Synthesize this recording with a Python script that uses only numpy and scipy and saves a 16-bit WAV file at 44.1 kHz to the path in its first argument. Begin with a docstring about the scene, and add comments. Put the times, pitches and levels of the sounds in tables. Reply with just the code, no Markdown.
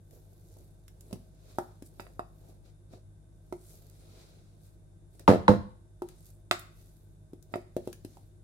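"""Spooning whipped cream

A kitchen, a stereo pair close to the bowls, an appliance humming behind. A wooden spoon scoops whipped
cream from a hand-held glass bowl: the foam fizzes and pops, the wood rubs the glass and knocks on it
through a cushion of cream. Rapped twice on its rim, a plastic mixing bowl rattles on the counter."""
import sys
import numpy as np
from scipy import signal
from scipy.fft import rfft, irfft
from scipy.io import wavfile

SR = 44100
rng = np.random.default_rng(int(sys.argv[2]) if len(sys.argv) > 2 else 0)


def generate_wav(signal):
    """Clip the signal to [-1, 1] and save it as 16-bit WAV at the path in sys.argv[1]."""
    frames = np.transpose(np.atleast_2d(signal))
    scaled = np.clip(frames, -1, 1) * 32767
    pcm = np.round(scaled).astype(np.int16)
    wavfile.write(sys.argv[1], SR, pcm)


N = 372108
TIME = np.arange(N) / SR

# diffuse sound across the two microphones: f/Hz, coherence
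COHERENCE = [(60, 0.32), (150, 0.62), (380, 0.78), (950, -0.25), (2400, -0.063), (5000, 0), (16000, 0)]
# still air of the kitchen: f/Hz, relative level/dB
ROOM_TONE = [(15, -21.5), (25, -2), (108, -8), (175, -8), (242, -21.5), (344, -13.5), (384, -21.5),
             (677, -25.5), (988, -32.5), (1520, -38.5), (3250, -47), (3720, -45.5), (5140, -44),
             (10700, -37), (12200, -48.5), (16000, -55)]
# appliance motor and mains: f/Hz, rms level/dB, waver/dB
HUM = [(38.5, -72.5, 3.5), (50, -60, 2), (100.3, -59.5, 0.4), (152.7, -65.5, -0.5)]
# appliance casing and fan: f/Hz, width/Hz, rms level/dB
WHIRR = [(95, 17, -64), (354, 56, -75.5), (631.8, 17, -78.5), (1540, 78, -88), (3620, 300, -88)]
# early reflections against the direct sound: f/Hz, level/dB
EARLY_SPECTRUM = [(80, -18), (350, -11), (700, -6), (1500, -3.5), (4000, -1), (14000, -4.5)]
# reverberation against the direct sound: f/Hz, level/dB
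TAIL_SPECTRUM = [(80, -3.5), (250, -14), (600, -15), (1500, -9), (4000, -7), (14000, -9.5)]
# reverberation time: f/Hz, t60/s
TAIL_T60 = [(100, .45), (300, .4), (1000, .44), (3000, .47), (6000, .43), (14000, .33)]

# air pockets in the cream: t/s, level/dB, low cut/Hz, left over right/dB
POPS = [(0.1092, -34.5, 1500, 11), (.8807, -25, 1210, -4.5), (1.0084, -24, 3520, -3),
        (2.0037, -23, 1500, -4), (5.195, -21.5, 500, 1), (6.0873, -28, 700, 17), (6.594, -17.5, 9100, -13),
        (7.426, -32, 5140, 18), (7.9287, -17, 900, -1)]
# spoon strokes: t of fastest moment/s, swell/s, fade/s, fizz/dB, rub/dB, drag/dB
STROKES = [(.13, .03, 0.2, -70, -73.5, -61), (.62, 0.48, 0.17, -66.5, -76, -66),
           (1.11, 0.2, 0.27, -70.5, -73, -63), (1.5, 0.11, 0.24, -66, -64, -60.5),
           (1.862, 0.012, 0.03, -56, -82, -81), (2.02, 0.11, 0.16, -64, -70.5, -58.5),
           (2.5, 0.16, 0.075, -68.5, -71.5, -58.5), (2.66, 0.019, 0.063, -78, -66.5, -65),
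           (2.93, 0.019, 0.049, -81.5, -60, -53.5), (3.7, 0.15, 0.35, -60.5, -69.5, -64.5),
           (4.2, 0.27, 0.26, -77.5, -61.5, -60.5), (4.66, 0.066, .09, -67, -73.5, -72),
           (5.15, 0.032, 0.055, -65.5, -75.5, -70), (5.21, 0.02, 0.041, -80, -64.5, -60),
           (6.1, .04, 0.12, -77, -66.5, -67), (6.28, 0.12, 0.07, -60.5, -72, -79.5),
           (6.8, 0.092, 0.26, -64.5, -72, -72.5), (7.55, 0.04, 0.071, -65, -65.5, -52.5),
           (7.88, .1, .12, -68, -65.5, -71), (8.14, 0.13, 0.15, -69, -71, -70)]
# noise colours: f/Hz, relative level/dB
POP_SPECTRUM = [(500, -3.5), (1500, -1), (2600, -8), (4000, -5.5), (8000, -3.5), (16000, -2)]   # an air pocket snapping
FIZZ_SPECTRUM = [(1500, -23.5), (3000, -15.5), (4000, -8), (6000, -4), (9000, 0.5), (12000, 2.5),
                 (16000, -3)]   # foam cells bursting
RUB_SPECTRUM = [(900, -2), (1400, 2), (1850, -4.5), (2400, -0.5), (3000, -5), (3900, 3), (5200, -1),
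                (7000, -3.5), (12000, -10.5)]   # wood rubbing glass
DRAG_SPECTRUM = [(120, -7.5), (200, 4.5), (260, -0.5), (350, 2.5), (480, 1), (670, -0.5), (900, -13),
                 (1500, -26.5), (3000, -34)]   # the spoon dragging on the wall
TICK_SPECTRUM = [(700, -5), (1500, -6), (2600, -5), (4000, -3.5), (6500, -5.5), (10000, -1.5),
                 (16000, -5.5)]   # wet foam under a knock
BUZZ_SPECTRUM = [(500, -4), (1200, 14.5), (2000, 4.5), (2900, -6), (3900, -3), (5200, -7), (8000, -12.5),
                 (12000, -15), (16000, -19.5)]   # plastic buzzing
# borders between the size classes of foam cells: f/Hz
FOAM_EDGES = [3000, 5000, 7500, 10500]

# raps on the mixing bowl: t/s, crack/dB, landing/dB, bass tilt/(dB per octave), first bounce/dB,
# dulling/(octaves per bounce)
RAPS = [(5.2778, 34, 28.5, 1, 27, 0.1), (5.4805, 33, 27, 3, 19.5, .22)]
# plastic rim and spoon handle: f/Hz, width/Hz, level/dB
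PLASTIC_RIM_MODES = [(590, 22, -6), (865, 61, -2), (1032.1, 94, -4), (1420, 150, -14), (1706, 570, -24),
                     (2260, 200, -29), (4070, 490, -31.5)]
# mixing bowl full of batter, standing on the counter: f/Hz, width/Hz, level/dB
MIXING_BOWL_MODES = [(50, 24, -10.5), (89.3, 14, 4), (114.3, 7.3, 9), (144, 39.8, 1), (202.9, 12, 12),
                     (242, 23, 1), (303.4, 14, 3.5), (409.6, 15, -2), (450, 12, 4.5), (505, 15, 9),
                     (590, 12, 4), (690, 10, 2.5), (805, 14, -6), (819.4, 120, 2.5), (1005, 46, -2.5),
                     (1140, 30, 2.5), (1630, 70, -0.5)]

# touches on the bare glass rim: t/s, level/dB
CLINKS = [(1.9976, -4), (2.1945, -9.5), (7.5396, -2)]
# bare glass rim: f/Hz, width/Hz, level/dB
GLASS_RIM_MODES = [(1940, 14, -4), (2582, 14, -0.5), (3680, 32, 2.5), (4830, 70, -11), (4950, 60, -5.5),
                   (7500, 40, -7)]
# spoon on the glass: t/s, force/dB, contact cut-off/Hz, wood resonance/Hz, wood/dB, wall ring/dB,
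# wet tick/dB, left over right/dB
KNOCKS = [(.567, -20, 884, 600, -15, -12, -57, -1), (1.11, -18, 1090, 600, -11, 0, -33, 0),
          (1.1281, -7.5, 750, 226, 17, 3.5, -15.5, -3.5), (1.1383, -16, 496, 199, 12, 5, -39, -3),
          (1.158, -23, 900, 168, -3, -19, -36, 3), (1.5852, 13, 1040, 728, 19, 21, -14, -0.5),
          (1.823, -9.5, 600, 308, -3, -24, -25, 2.5), (1.997, -2, 1670, 600, -11, 4.5, -31, -6.5),
          (2.067, -19.5, 3030, 685, -18, -22, -46, -3), (2.1934, 9.5, 1100, 1090, 6, 6.5, -27.5, -1),
          (2.9355, -10.5, 1270, 360, -28, -34, -55, -2.5), (3.525, 2, 1274, 725, 0.5, 20, -23.5, -5),
          (6.02, 1.5, 1114, 783, -12, 23, -22.5, -1), (6.5117, 15, 5260, 1200, 20, 19, -3.5, -3.5),
          (7.333, -11, 570, 334, 5, -10, -34, 1), (7.5387, 7, 1910, 585, 6, 4, -32.5, -6),
          (7.557, 7, 856, 590, 2, 20.5, -23, -3), (7.7657, 11, 634, 510, 12, 20.5, -18, 1),
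          (7.8744, 4, 600, 450, 4.5, 16.5, -21.5, 0), (8.0482, -7, 524, 326, 6.5, -14, -21, 1.5),
          (8.17, -12.5, 860, 770, -10.5, -25, -34.5, -6)]
# glass bowl, damped by hand and cream: f/Hz, width/Hz, level/dB
GLASS_MODES = [(516, 120, -1.5), (600, 270, 3), (727, 100, 4.5), (946, 50, -3), (1182, 440, -3),
               (1320, 400, -3), (1576, 140, -16.5), (1940, 130, -5), (2170, 220, -5), (2470, 580, -6),
               (2900, 210, -6.5), (3570, 270, -6), (4080, 1300, -14.5), (4950, 710, -12), (6270, 500, -7.5),
               (7950, 450, 2)]
# the bowl's give in the hand: f/Hz, width/Hz, level/dB
HAND_MODES = [(127, 31, -1), (243, 130, 3)]


def from_db(db):
    return 10 ** (np.asarray(db) / 20)


def unit_rms(x):
    return x / np.sqrt(np.mean(x ** 2) + 1e-20)


def unit_energy(x):
    return x / np.sqrt(np.sum(x ** 2))


def at_hz(points, hz):
    """Read a table on a log-frequency axis."""
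    knots_hz, values = np.array(points).T
    return np.interp(np.log(hz + 1e-9), np.log(knots_hz), values)


def pan(db):
    """Microphone gains, the left louder than the right by db."""
    return from_db(np.array([[db], [-db]]) / 2)


def add(out, s, sound):
    """Mix a short sound in at s seconds."""
    i = int(s * SR)
    out[..., i:i + sound.shape[-1]] += sound[..., :out.shape[-1] - i]


def butter(x, order, hz, kind="low"):
    return signal.sosfilt(signal.butter(order, hz, kind, fs=SR, output="sos"), x)


def drift(per_s):
    """A smooth wander through per_s random values a second."""
    knots = rng.standard_normal(N // 20)
    return np.interp(TIME * per_s, np.arange(len(knots)), knots)


def noise(spectrum, size=N):
    """Coloured stereo noise, alike at both microphones in the bass; 0 dB is white noise of rms 1."""
    hz = np.arange(size // 2 + 1) * SR / size
    mid, side = rfft(rng.standard_normal((2, size)))
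    alike = at_hz(COHERENCE, hz)
    both = np.sqrt((1 + alike) / 2) * mid + np.sqrt((1 - alike) / 2) * side * [[1], [-1]]
    return irfft(both * from_db(at_hz(spectrum, hz)), size)


def burst(spectrum, t60, size=8192):
    """A dying puff of noise; a 0 dB spectrum gives the energy of a unit click."""
    return noise(spectrum, size) * unit_energy(from_db(-60 * TIME[:size] / t60))


def contact(cut_hz, order=4, size=8192):
    """The force pulse of one touch: the softer the touch, the longer and duller."""
    return butter(signal.unit_impulse(size) + 1e-18, order, cut_hz)


def resonate(x, hz, width_hz):
    """One resonance with gain 1 at its peak."""
    r = np.exp(-np.pi * width_hz / SR)
    feedback = [1, -2 * r * np.cos(2 * np.pi * hz / SR), r * r]
    return signal.lfilter(np.array([1, 0, -1]) * (1 - r * r) / 2, feedback, x + 1e-18)


def body(x, modes, spread_db, lag_s):
    """Neighbouring modes swing opposite ways; each meets each microphone at its own level and delay."""
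    out = np.zeros((2, len(x)))
    for k, (hz, width, db) in enumerate(modes):
        ring = (-1) ** k * resonate(x, hz, width)
        for mic in out:
            add(mic, lag_s * rng.random(), ring * from_db(db + spread_db * rng.standard_normal()))
    return out


def background(room_tone_db=-60):
    """An appliance's motor hums and its fan and casing whirr over the room tone."""
    hum = 0
    for hz, db, waver_db in HUM:
        peak = np.sqrt(2) * from_db(db + waver_db * drift(3.4))
        hum += peak * np.sin(2 * np.pi * (hz * TIME + rng.random()))
    air, whirr = noise(ROOM_TONE), 0
    for hz, width, db in WHIRR:
        band = resonate(resonate(air, hz, width), hz, width)
        whirr += from_db(db) * unit_rms(band)
    return hum * pan(.8) + whirr + from_db(room_tone_db) * unit_rms(noise(ROOM_TONE))


def kitchen_reverb(x, early_t60=.13, size=32768):
    """Near reflections from counter and tiles, then a diffuse tail that dies band by band."""
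    t, hz = TIME[:size], np.arange(size // 2 + 1) * SR / size
    diffuse, tail = rfft(noise(TAIL_SPECTRUM, size)), 0
    for centre, t60 in TAIL_T60:
        band = at_hz([(f, f == centre) for f, _ in TAIL_T60], hz)
        fade = from_db(-60 * t / t60) * (1 - np.exp(-t / .005))
        tail += irfft(diffuse * band) * unit_energy(fade)
    early_fade = from_db(-60 * t / early_t60) * (1 - np.exp(-t / .001))
    early = noise(EARLY_SPECTRUM, size) * unit_energy(early_fade)
    return signal.fftconvolve(x.mean(axis=0)[None], early + tail, axes=1)[:, :N]


def air_pops():
    """Single pockets of air snap open in the cream; small ones have no lows."""
    out = np.zeros((2, N))
    for s, db, low_hz, side_db in POPS:
        snap = butter(burst(POP_SPECTRUM, t60=.018), 2, low_hz, "high")
        add(out, s, from_db(db) * snap * pan(side_db))
    return out


def stroke_gains(range_db=12):
    """Fizz, rub and drag gain range_db over a swell as the spoon speeds up, and lose it over a fade."""
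    power = np.zeros((3, N))
    for s, swell_s, fade_s, *levels_db in STROKES:
        from_peak = np.maximum((s - TIME) / swell_s, (TIME - s) / fade_s)
        moving = from_peak < 5
        power[:, moving] += np.outer(from_db(levels_db), from_db(-range_db * from_peak[moving])) ** 2
    return np.sqrt(power)


def random_clicks(per_s, step_db, max_steps):
    """Impulses at random times, most weak and a few strong."""
    fires = rng.random(N) < per_s / SR
    return fires * from_db(step_db * np.minimum(rng.exponential(1, N), max_steps))


def foam_crackle(level_db=-3.5):
    """Sticky foam tears in tiny separate snaps."""
    snaps = random_clicks(per_s=140, step_db=4, max_steps=3.5)
    crackle = signal.fftconvolve(snaps[None], burst(FIZZ_SPECTRUM, t60=.0091), axes=1)[:, :N]
    return from_db(level_db) * unit_rms(crackle)


def foam_fizz(cell_decay_s=.0005, patch_db=3.5, patches_per_s=11):
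    """Bursting cells make a grainy hiss whose colour shifts with coarser and finer foam."""
    cells = random_clicks(per_s=2500, step_db=3.5, max_steps=5)
    cell_power = signal.lfilter([1], [1, -np.exp(-1 / (SR * cell_decay_s))], cells)
    spectrum, hiss = rfft(noise(FIZZ_SPECTRUM)), 0
    size_class = np.searchsorted(FOAM_EDGES, np.arange(N // 2 + 1) * SR / N)
    for k in range(len(FOAM_EDGES) + 1):   # each class comes and goes on its own
        band = irfft(spectrum * (size_class == k), N)
        hiss += band * from_db(patch_db * drift(patches_per_s))
    return unit_rms(hiss * np.sqrt(cell_power))


def spoon_strokes():
    """The moving spoon smears the foam, rubs the glass and drags on its wall."""
    fizz_gain, rub_gain, drag_gain = stroke_gains()
    fizz = foam_fizz() * pan(.5)
    rub = from_db(1.2 * drift(90)) * unit_rms(noise(RUB_SPECTRUM)) * pan(.6)
    drag = from_db(2.5 * drift(67)) * unit_rms(noise(DRAG_SPECTRUM)) * pan(-1.5)
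    crackle = foam_crackle() * pan(-4)
    return fizz_gain * (fizz + crackle) + rub_gain * rub + drag_gain * drag


def bowl_chatter(s, first_db, dulling, modes, bounces=8):
    """The mixing bowl bounces to rest: the bounces slow, weaken and dull, and buzz less."""
    gap_s, slowing, jitter = .01, 1.025, .02
    first_cut_hz, loss_db, ring_db = 930, 1.23, -18
    buzz_db, buzz_loss_db = -26, 2.4
    buzz, force = np.zeros((2, N)), np.zeros(N)
    for k in range(bounces):
        add(force, s, from_db(first_db - loss_db * k) * contact(first_cut_hz / 2 ** (dulling * k)))
        add(buzz, s, from_db(first_db + buzz_db - buzz_loss_db * k) * burst(BUZZ_SPECTRUM, t60=.061))
        s += gap_s * slowing ** k * (1 + jitter * rng.standard_normal())
    thud = resonate(force, hz=320, width_hz=692)   # the counter answers each bounce with a dead pulse
    ring = from_db(ring_db) * body(force, modes, spread_db=0, lag_s=.0002)
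    return buzz * pan(1.5) + thud * pan(-1.2) + ring * pan(-2.5)


def rim_raps(landing_s=.0038, buzz_db=-36):
    """A crack on the plastic rim drives the heavy bowl onto the counter, where it rings and chatters."""
    out = np.zeros((2, N))
    for s, crack_db, landing_db, bass_tilt, bounce_db, dulling in RAPS:
        crack = body(contact(3600, order=3), PLASTIC_RIM_MODES, spread_db=2, lag_s=.00014)
        buzz = from_db(buzz_db) * burst(BUZZ_SPECTRUM, t60=.051)
        add(out, s, from_db(crack_db) * (crack + buzz))
        modes = [(hz, width, db + bass_tilt * np.log2(400 / hz)) for hz, width, db in MIXING_BOWL_MODES]
        landing = body(contact(920, size=32768), modes, spread_db=3.5, lag_s=.00029)
        add(out, s + landing_s, from_db(landing_db) * landing * pan(-1.3))
        out += bowl_chatter(s + landing_s, bounce_db, dulling, modes)
    return out


def glass_clinks():
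    """Where the bare rim is touched, the glass rings briefly."""
    taps = np.zeros(N)
    for s, db in CLINKS:
        add(taps, s, from_db(db) * contact(9000, order=2))
    return body(taps, GLASS_RIM_MODES, spread_db=1.5, lag_s=.0003) * pan(-3)


def glass_knocks():
    """Cream cushions each blow of the spoon; the bowl jolts in the hand, its wall hums, foam ticks."""
    wall_hz, wall_t60 = 355.3, .08   # lowest flexing mode of the glass
    grip_hz = 600   # the spoon's pitch in an ordinary grip
    jolt_db, jolt_db_per_octave = -2, 9.5   # a deeper push lowers that pitch and jolts the hand more
    push = contact(650, order=2)
    hand_give = sum(from_db(db) * resonate(push, hz, width) for hz, width, db in HAND_MODES)
    wall_ring = resonate(push, wall_hz, width_hz=np.log(1000) / np.pi / wall_t60)
    out = np.zeros((2, N))
    for s, force_db, cut_hz, wood_hz, wood_db, wall_db, tick_db, side_db in KNOCKS:
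        clack = from_db(force_db) * body(contact(cut_hz), GLASS_MODES, spread_db=-.14, lag_s=.00033)
        jolt = from_db(force_db + jolt_db + jolt_db_per_octave * np.log2(grip_hz / wood_hz)) * hand_give
        wall = from_db(wall_db) * wall_ring
        tick = from_db(tick_db) * burst(TICK_SPECTRUM, t60=.026) * pan(.82)
        wood = from_db(wood_db) * resonate(contact(1.46 * wood_hz), wood_hz, width_hz=.23 * wood_hz)
        add(out, s, (jolt + wall + wood - clack + tick) * pan(side_db))
    return out


def scene():
    """Knocks, clinks, raps and pops set off the kitchen; the strokes and the hum lie under them."""
    hits = glass_knocks() + glass_clinks() + rim_raps() + air_pops()
    hits[0] = np.interp(TIME - .00018, TIME, hits[0])   # the left microphone is a little farther off
    strokes = spoon_strokes()
    return hits + kitchen_reverb(hits) + strokes + background()


def record(dry):
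    """The microphones drop the deepest bass and soften the highest treble; the very top is cut."""
    x = butter(dry, 2, 30, "high")
    x = butter(x, 2, 14000)
    return signal.sosfilt(signal.ellip(12, .1, 80, 15900, fs=SR, output="sos"), x)


dry = scene()
out = record(dry)
generate_wav(out)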